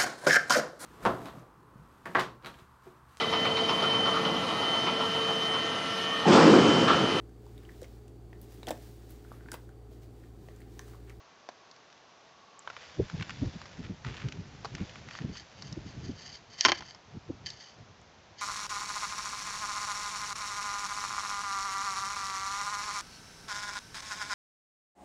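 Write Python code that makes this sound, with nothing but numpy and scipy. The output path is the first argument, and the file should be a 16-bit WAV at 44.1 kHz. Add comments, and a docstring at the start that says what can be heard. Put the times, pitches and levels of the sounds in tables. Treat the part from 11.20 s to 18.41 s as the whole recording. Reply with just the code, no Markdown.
"""A wooden perch at dusk

In still scrub, someone with a hand-held camera works a perch wedged in a pole. It scrapes in its hole
by stick-slip friction, is let go with a rattling clack as impacts ring the wood, and is gripped again.
Twigs tick, clothes rustle by friction, and turbulent air bumps the microphone over a steady hush."""
import sys
import numpy as np
from scipy import signal
from scipy.fft import rfft, irfft, next_fast_len
from scipy.io import wavfile
from scipy.ndimage import map_coordinates

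SR = 44100
rng = np.random.default_rng(int(sys.argv[2]) if len(sys.argv) > 2 else 0)


def to_wav(s):
    """Save 16-bit WAV."""
    ch = np.atleast_2d(s).T  # columns
    pcm = np.round(np.clip(ch, -1, 1) * 32767)  # PCM
    wavfile.write(sys.argv[1], SR, pcm.astype(np.int16))


N = 317961

# impacts of perch on pole: t/s, level/dB, body gain/dB, edge gain/dB, share of the free ring time
IMPACTS = [(5.4092, -35.5, -20, 42, 0.26), (5.45, -27.5, -12, -8, 0.89), (5.4576, -32, 2.5, 4, 0.79),
           (5.4624, -36, 11, 9, 0.9), (5.4845, -38, 15, -18, 0.95), (5.4905, -40, 6, -5, 1),
           (5.4956, -40, 10, -9, 0.8), (5.519, -34, 4.5, -7, 0.78), (5.574, -61, -4, -7, .3),
           (5.607, -56, 2, -2, 1), (5.623, -57, 9, -3, 1), (5.7476, -62, 4, 9, 0.96)]
# modes of perch and pole: f/Hz, bandwidth/Hz, level/dB
WOOD_MODES = [(287, 84, -6.5), (340, 33, -2.5), (835, 70, -12), (1043, 48, -1.5), (1155, 68, -9),
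              (1250, 110, -8), (1450, 64, -6), (1660, 61, -12), (1830, 79, -9), (2080, 61, -2),
              (2640, 87, -14.5), (3150, 60, -10), (3150, 33, -6.5), (4280, 56, -1), (4580, 60, 1),
              (4860, 57, -8), (5580, 130, -5.5), (6140, 54, -10), (6420, 66, -6)]
# spectrum of the contact noise: f/Hz, level/dB
CRACK_SPECTRUM = [(88, -52.5), (150, -19), (291, -6), (512, -17.5), (1030, -5), (1210, -12.5), (2320, -4),
                  (3130, 2), (3750, -11), (5590, -14), (7920, -36), (10300, -66), (17400, -120)]


def clack():
    """Impact excitation: each contact gives a pulse, a short crack and the damped modes of the wood."""
    out, t = np.zeros(N), np.arange(SR // 6) / SR
    t60 = lambda width: np.log(1000) / np.pi / width
    for start, db, body_db, edge_db, share in IMPACTS:
        fade = lambda free_t60: amp(-60 * t / (free_t60 * share))
        ring = np.zeros(len(t))
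        for hz, width, mode_db in WOOD_MODES:
            strength = amp(mode_db + rng.normal(0, 1)) * np.sqrt(width)
            phase = 2 * np.pi * hz * t + rng.normal(0, 1)  # the modes start roughly in step
            ring -= strength * np.sin(phase) * fade(t60(width))
        noise = filtered(rng.standard_normal(len(t)), colour(CRACK_SPECTRUM))
        crack = band(noise, 500, 2820) * fade(0.045) + band(noise, 2590, 5800) * fade(0.031)
        pulse = -band(t == 0, 490, 5900)
        hit = unit(ring) + amp(-1) * unit(crack) + amp(-11) * unit(pulse)
        # a glancing contact is all edge, a square one has body
        body = amp(body_db) * band(hit, 260, 1500, order=1)
        middle = amp(-5) * band(hit, 1200, 4000, order=1)
        edge = amp(edge_db + 1.5) * band(hit, 4930, 5520, order=1)
        add(out, start, amp(db) * unit(band(body + middle + edge, 260, 8000, order=4)))
    return out


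# turns of the perch in its hole: t/s, duration/s, level/dB, fall over the stroke/dB
PERCH_TURNS = [(3.925, 0.082, -50.5, 6), (4.13, 0.083, -52.5, -3.5), (4.37, .16, -58, -2),
               (4.665, 0.055, -58, -4), (4.82, 0.092, -57, -2.5), (4.965, 0.15, -51.5, -3.5),
               (5.115, 0.066, -49.5, 4.5), (5.3, 0.1, -52.5, 0), (5.385, 0.036, -48.5, -5),
               (5.413, 0.048, -40, -7), (5.47, 0.034, -37, -2), (5.547, 0.015, -42.5, -2),
               (5.578, 0.017, -44.5, -1), (5.63, 0.092, -54, -3), (6.262, 0.013, -41.5, -3),
               (6.275, 0.11, -44, 18), (6.405, 0.14, -48, 14.5), (7.18, 0.051, -52, -1)]
# modes of the rubbed perch: f/Hz, bandwidth/Hz, level/dB
PERCH_MODES = [(1734, 74, -3.5), (2040, 170, -4), (3080, 137, -2.5), (4616, 235, 3.5), (5280, 1830, -11),
               (6220, 240, -3), (6600, 110, -9)]
# jolts as the hand lands or the perch settles: t/s, peak level/dB
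PERCH_JOLTS = [(3.453, -33), (4.198, -36), (5.709, -35), (6.261, -26), (6.267, -26)]


def scrape():
    """Stick-slip friction: dry fibres catch and slip, driving the perch's modes; a jolt rings them."""
    response = lambda hz: resonances(PERCH_MODES)(hz) + amp(-20) * (hz > 500) / (1 + (hz / 6500) ** 8)
    bark_grip = amp(2.5 * wobble(80))
    slips = unit(filtered(grains(per_s=3000, spread_db=5), response))
    out = strokes(PERCH_TURNS) * bark_grip * slips
    impulse = np.arange(SR // 16) == 0
    ring = filtered(impulse, resonances(PERCH_MODES[:4]))
    for start, db in PERCH_JOLTS:
        add(out, start, amp(db) * ring / np.abs(ring).max())
    return out


# flicks of twigs and sleeve (the row at 3.456 s is the hand landing on the perch): t/s, relative level/dB,
# f/Hz, treble share/dB
TWIG_FLICKS = [(0.289, -26, 785, -11.5), (.513, -41, 1500, 0), (.563, -46, 2500, -3), (.727, -45, 2500, -4),
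               (1.475, -24, 1150, -27), (1.501, -27.5, 1250, -15), (1.566, -30, 1650, -30),
               (1.899, -30.5, 1370, -12), (1.999, -35, 2110, -19.5), (2.01, -28.5, 1800, -21),
               (2.025, -25.5, 2240, -29), (2.095, -27, 1950, -29), (2.106, -28, 2080, -22),
               (2.416, -33, 1450, -8), (2.456, -36, 1350, -6.5), (2.848, -28, 1380, -11.5),
               (2.969, -34, 2760, -21), (3.086, -32.5, 2260, -6.5), (3.123, -30.5, 2560, -14),
               (3.447, -22.5, 700, -12.5), (3.456, -27.5, 1000, -8), (3.551, -27.5, 2360, -5.5),
               (3.695, -37, 2300, -15), (3.757, -33.5, 1890, -29), (3.887, -33.5, 1620, -10),
               (3.91, -32, 1890, -23), (3.952, -30, 1430, -19), (3.988, -29, 1550, -16),
               (4.423, -30.5, 1320, -1), (4.526, -32.5, 1500, 0), (6.3032, -28.5, 3150, 0)]
# snaps of dry needles: t/s, relative level/dB
NEEDLE_SNAPS = [(1.392, -35.5), (6.8149, -53)]


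def ticks():
    """Damped transients: needles snap; twigs and folds give a dull knock with a brighter edge."""
    out, t = np.zeros(N), np.arange(SR // 12) / SR
    burst = lambda t60: rng.standard_normal(len(t)) * amp(-60 * t / t60) + 7 * (t == 0)
    for start, db in NEEDLE_SNAPS:
        add(out, start, amp(db - 22) * unit(band(burst(0.0083), 6500, 9300, order=3)))
    for start, db, hz, treble_db in TWIG_FLICKS + faint_flicks():
        t60 = 0.03 * (1000 / hz) ** 0.42  # higher flicks die sooner
        core = unit(band(burst(t60), hz * 0.54, hz * 1.42, order=3))
        skirt = unit(band(burst(t60), hz * 0.32, hz * 2.44, order=3))
        knock = unit(core + amp(-4.5) * skirt)
        edge = unit(band(burst(t60), 3900, 5780))
        bright = min(amp(treble_db), .98)
        add(out, start, amp(db - 22.5) * (np.sqrt(1 - bright ** 2) * knock + bright * edge))
    return out


# rubbing of the jacket as the body moves: t/s, level/dB
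JACKET_RUB = [(1.4, -65), (1.6, -55), (1.85, -55.5), (2.2, -53.5), (2.6, -57), (2.8, -62.5), (2.9, -54),
              (3.25, -61), (3.65, -54.5), (3.9, -57.5), (4.3, -61), (4.7, -57.5), (5.15, -63), (5.25, -67)]
# spectrum of the swish: f/Hz, level/dB
FABRIC_SPECTRUM = [(290, -40.5), (500, -1), (668, -3.5), (1310, -9.5), (1420, -6.5), (1820, -6),
                   (3490, -10), (4000, -11.5), (5470, -10.5), (7060, -16.5), (7920, -30.5), (10300, -72),
                   (17400, -120)]
# whistle of the weave: f/Hz, bandwidth/Hz, level/dB
WEAVE_PEAKS = [(3500, 190, 1), (4800, 390, -4.5)]
# folds scuffing over each other: t/s, duration/s, level/dB, fall over the stroke/dB
FOLD_SCUFFS = [(1.59, 0.088, -57.5, 6), (1.98, 0.054, -54, -2), (2.63, .04, -53, 1.5),
               (2.86, 0.048, -44, 6.5), (2.935, 0.12, -48.5, 0), (3.57, .06, -53.5, 3),
               (3.89, 0.15, -55.5, 1.5), (4.15, 0.023, -51, -1)]


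def cloth():
    """Friction noise: fine slips swish, the weave whistles when rubbed fast, crossing folds crackle."""
    rub = level(JACKET_RUB)
    clumps = amp(0.84 * wobble(40))
    swish = rub * clumps * unit(filtered(grains(per_s=3500, spread_db=5), colour(FABRIC_SPECTRUM)))
    weave = unit(filtered(rng.standard_normal(N), resonances(WEAVE_PEAKS)))
    whistle = amp(-60) * (rub / rub.max()) ** 3.1 * weave
    folds = strokes(FOLD_SCUFFS) + rub * amp(-11.5 + 2 * np.tanh(wobble(25)))
    crackle = folds * unit(band(grains(per_s=600, spread_db=3.5), 950, 3100))
    return swish + whistle + crackle


def faint_flicks(per_s=4.6, centre_hz=1900, treble_db=-7.5):
    """A random point process: rows of small flicks whose level follows the jacket's rubbing."""
    times, rub_db = np.transpose(JACKET_RUB)
    rows = []
    for when, size, pitch in rng.random((int(per_s * N / SR), 3)) * [N / SR, 1, 1]:
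        db = np.interp(when, times, rub_db) + 14 + 1.5 * (2 * size - 1)
        rows.append((when, db, centre_hz * 2 ** (pitch - .5), treble_db))
    return rows


# puffs of air on the microphone (the row at 5.475 s is instead a low thump under the clack): t/s, relative
# level/dB, rise/s, decay/s, eddy f/Hz
AIR_PUFFS = [(1.801, -26, .012, 0.021, 300), (1.945, -37.5, 0.0068, 0.042, 160.2),
             (2.015, -40, .04, .03, 170), (2.23, -30.5, .016, 0.038, 219.5),
             (2.362, -41.5, .008, 0.013, 162.3), (2.6, -43, .015, 0.035, 170.8),
             (2.705, -36.5, 0.049, .025, 200), (2.867, -37.5, .01, 0.043, 137.6),
             (3.057, -35.5, .012, 0.046, 131.1), (3.199, -42.5, 0.037, .06, 148.8),
             (3.615, -34, 0.061, 0.021, 187.5), (4.015, -39, .008, 0.018, 171),
             (4.048, -35.5, 0.0086, .025, 221.6), (4.097, -39.5, 0.014, 0.039, 185.6),
             (4.529, -41.5, 0.097, 0.015, 165.5), (4.576, -38, 0.0063, .012, 320),
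             (4.667, -42, .012, .015, 191), (4.785, -40.5, 0.033, 0.096, 143),
             (4.898, -37, 0.023, 0.018, 210), (5.475, -44.5, .012, 0.043, 300),
             (5.968, -41, 0.044, 0.01, 150.6), (6.104, -34, .02, .018, 290)]
# air drifting past between puffs: t/s, relative level/dB
AIR_DRIFT = [(1.45, -67), (1.7, -67.5), (2.1, -48.5), (2.53, -55), (3.1, -47), (3.4, -51), (3.75, -51),
             (4, -55), (4.28, -66), (4.45, -49.5), (4.95, -54), (5.38, -66.5), (5.57, -53), (5.8, -70),
             (6.26, -51), (6.45, -73.5), (6.6, -60), (7.2, -68)]
# spectrum of the buffeting: f/Hz, level/dB
BUFFET_SPECTRUM = [(15, -46), (25, -6.5), (99, 3), (146, 1.5), (226, -5.5), (450, -14.5), (580, -39),
                   (990, -120)]


def air():
    """Turbulent pressure: a lumpy rumble, with an eddy at each puff's peak; strong puffs flutter."""
    clock = np.arange(N) / SR
    puffs = sum(amp(db) * np.exp(-np.maximum((peak - clock) / rise, (clock - peak) / decay))
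                for peak, db, rise, decay, _ in AIR_PUFFS)
    flow = np.hypot(amp(0.5) * level(AIR_DRIFT), amp(-1.5) * puffs)
    lumps = amp(3.5 * wobble(35))
    rumble = unit(filtered(rng.standard_normal(N), colour(BUFFET_SPECTRUM)))
    flutter = unit(band(rng.standard_normal(N), 300, 650, order=3))
    out = flow * lumps * rumble + amp(-36) * (puffs / puffs.max()) ** 1.93 * flutter
    t = np.arange(-SR // 16, SR // 16) / SR
    swirl = np.exp(0.388 * np.tanh(wobble(380)))  # no eddy turns at an even pace
    for peak, db, _, _, hz in AIR_PUFFS:
        cycles = np.cumsum(hz * swirl[round(peak * SR):][:len(t)]) / SR + rng.random()
        eddy = np.sin(2 * np.pi * cycles) / np.cosh(t * hz / 1.05)  # one or two swings of pressure
        add(out, peak + t[0], amp(db + 7) * eddy)
    return band(out, 30, 1300)


# spectrum of the still evening and its hiss: f/Hz, level/dB
HUSH_SPECTRUM = [(18, -62.5), (30, -25), (140, -12.5), (251, -12.5), (282, -14), (317, -13), (449, -10),
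                 (581, -10.5), (652, -7.5), (884, -10), (1120, -11.5), (1620, -14.5), (1910, -16),
                 (6270, -21.5), (7920, -37.5), (10300, -66), (17400, -120)]


def evening():
    """Ambient noise: a broadband hush, and a far narrowband drone that fades as the camera tips down."""
    hush = amp(-58.4) * unit(filtered(rng.standard_normal(N), colour(HUSH_SPECTRUM)))
    drone = unit(filtered(rng.standard_normal(N), lambda hz: resonances([(1115, 105, 0)])(hz) ** 2))
    drone_gain = level([(0, -65.5), (.9, -72), (1.4, -61), (2, -83.5)])
    return hush * amp(0.11 * wobble(4.5)) + drone * drone_gain


def scatter(x, t60=0.28, rise_s=0.0073):
    """Diffuse reflection: bushes and ground return a short, exponentially decaying tail."""
    t = np.arange(SR // 2) / SR
    envelope = amp(-60 * t / t60) * (1 - np.exp(-t / rise_s))
    tail = band(rng.standard_normal(len(t)), 300, 6000) * envelope
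    return signal.fftconvolve(x, tail / np.linalg.norm(tail))[:N]


def amp(db):
    """Amplitude ratio of a level in decibels."""
    return 10 ** (np.asarray(db) / 20)


def unit(x):
    """Normalisation to rms 1."""
    return x / np.sqrt(np.mean(x ** 2) + 1e-20)


def colour(points):
    """Spectral envelope through rows of f/Hz, level/dB."""
    f, db = np.transpose(points)
    return lambda hz: amp(np.interp(np.log(hz + 1), np.log(f + 1), db))


def resonances(modes):
    """Modal superposition: second-order resonators summed with alternating sign."""
    return lambda f: sum((-1) ** k * amp(db) * 1j * f * width / (hz * hz - f * f + 1j * f * width)
                         for k, (hz, width, db) in enumerate(modes))


def filtered(x, response):
    """Linear filtering: the spectrum of x times a frequency response."""
    size = next_fast_len(len(x) + 4096)
    return irfft(rfft(x, size) * response(np.fft.rfftfreq(size, 1 / SR)), size)[:len(x)]


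def band(x, lo_hz, hi_hz, order=2):
    """Causal band-pass filtering."""
    return signal.sosfilt(signal.butter(order, [lo_hz, hi_hz], 'band', fs=SR, output='sos'), x)


def level(rows):
    """Amplitude envelope through rows of t/s, level/dB; silent outside them."""
    times, db = np.transpose(rows)
    return amp(np.interp(np.arange(N) / SR, times, db, left=-np.inf, right=-np.inf))


def strokes(rows, edge_share=0.21):
    """Amplitude envelope of rubs that take hold, fall or rise evenly in level, and let go."""
    t = np.arange(N) / SR
    grip = lambda u: (np.tanh(u / edge_share) - np.tanh((u - 1) / edge_share)) / 2
    return sum(amp(db - fall_db * np.clip((t - start) / length, 0, 1)) * grip((t - start) / length)
               for start, length, db, fall_db in rows)


def wobble(per_s):
    """Random modulation: a smooth curve through per_s Gaussian values a second."""
    return map_coordinates(rng.standard_normal(int(N * per_s / SR) + 4), [np.arange(N) * per_s / SR])


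def grains(per_s, spread_db):
    """Shot noise: tiny catches of random sign and size, rms 1."""
    impulses = (rng.random(N) < per_s / SR) * rng.choice([-1, 1], N)
    return unit(impulses * amp(spread_db * np.clip(rng.standard_normal(N), -2, 2)))


def add(track, start, sound):
    """Superposition of a sound on a track, from start in seconds."""
    part = track[round(start * SR):][:len(sound)]
    part += sound[:len(part)]


def scene():
    """Superposition of the close sounds, their faint scatter, cloth, air and evening hush."""
    near = clack() + scrape() + ticks()
    return (near + amp(-23.5) * scatter(near) + cloth() + air() + evening())[None]


def record(dry):
    """Band limiting: the camera thins the deep bass and cuts off the high treble."""
    thin = signal.sosfilt(signal.butter(1, 40, 'high', fs=SR, output='sos'), dry)
    return signal.sosfilt(signal.cheby2(14, 60, 8575, fs=SR, output='sos'), thin)


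dry = scene()
out = record(dry)
to_wav(out)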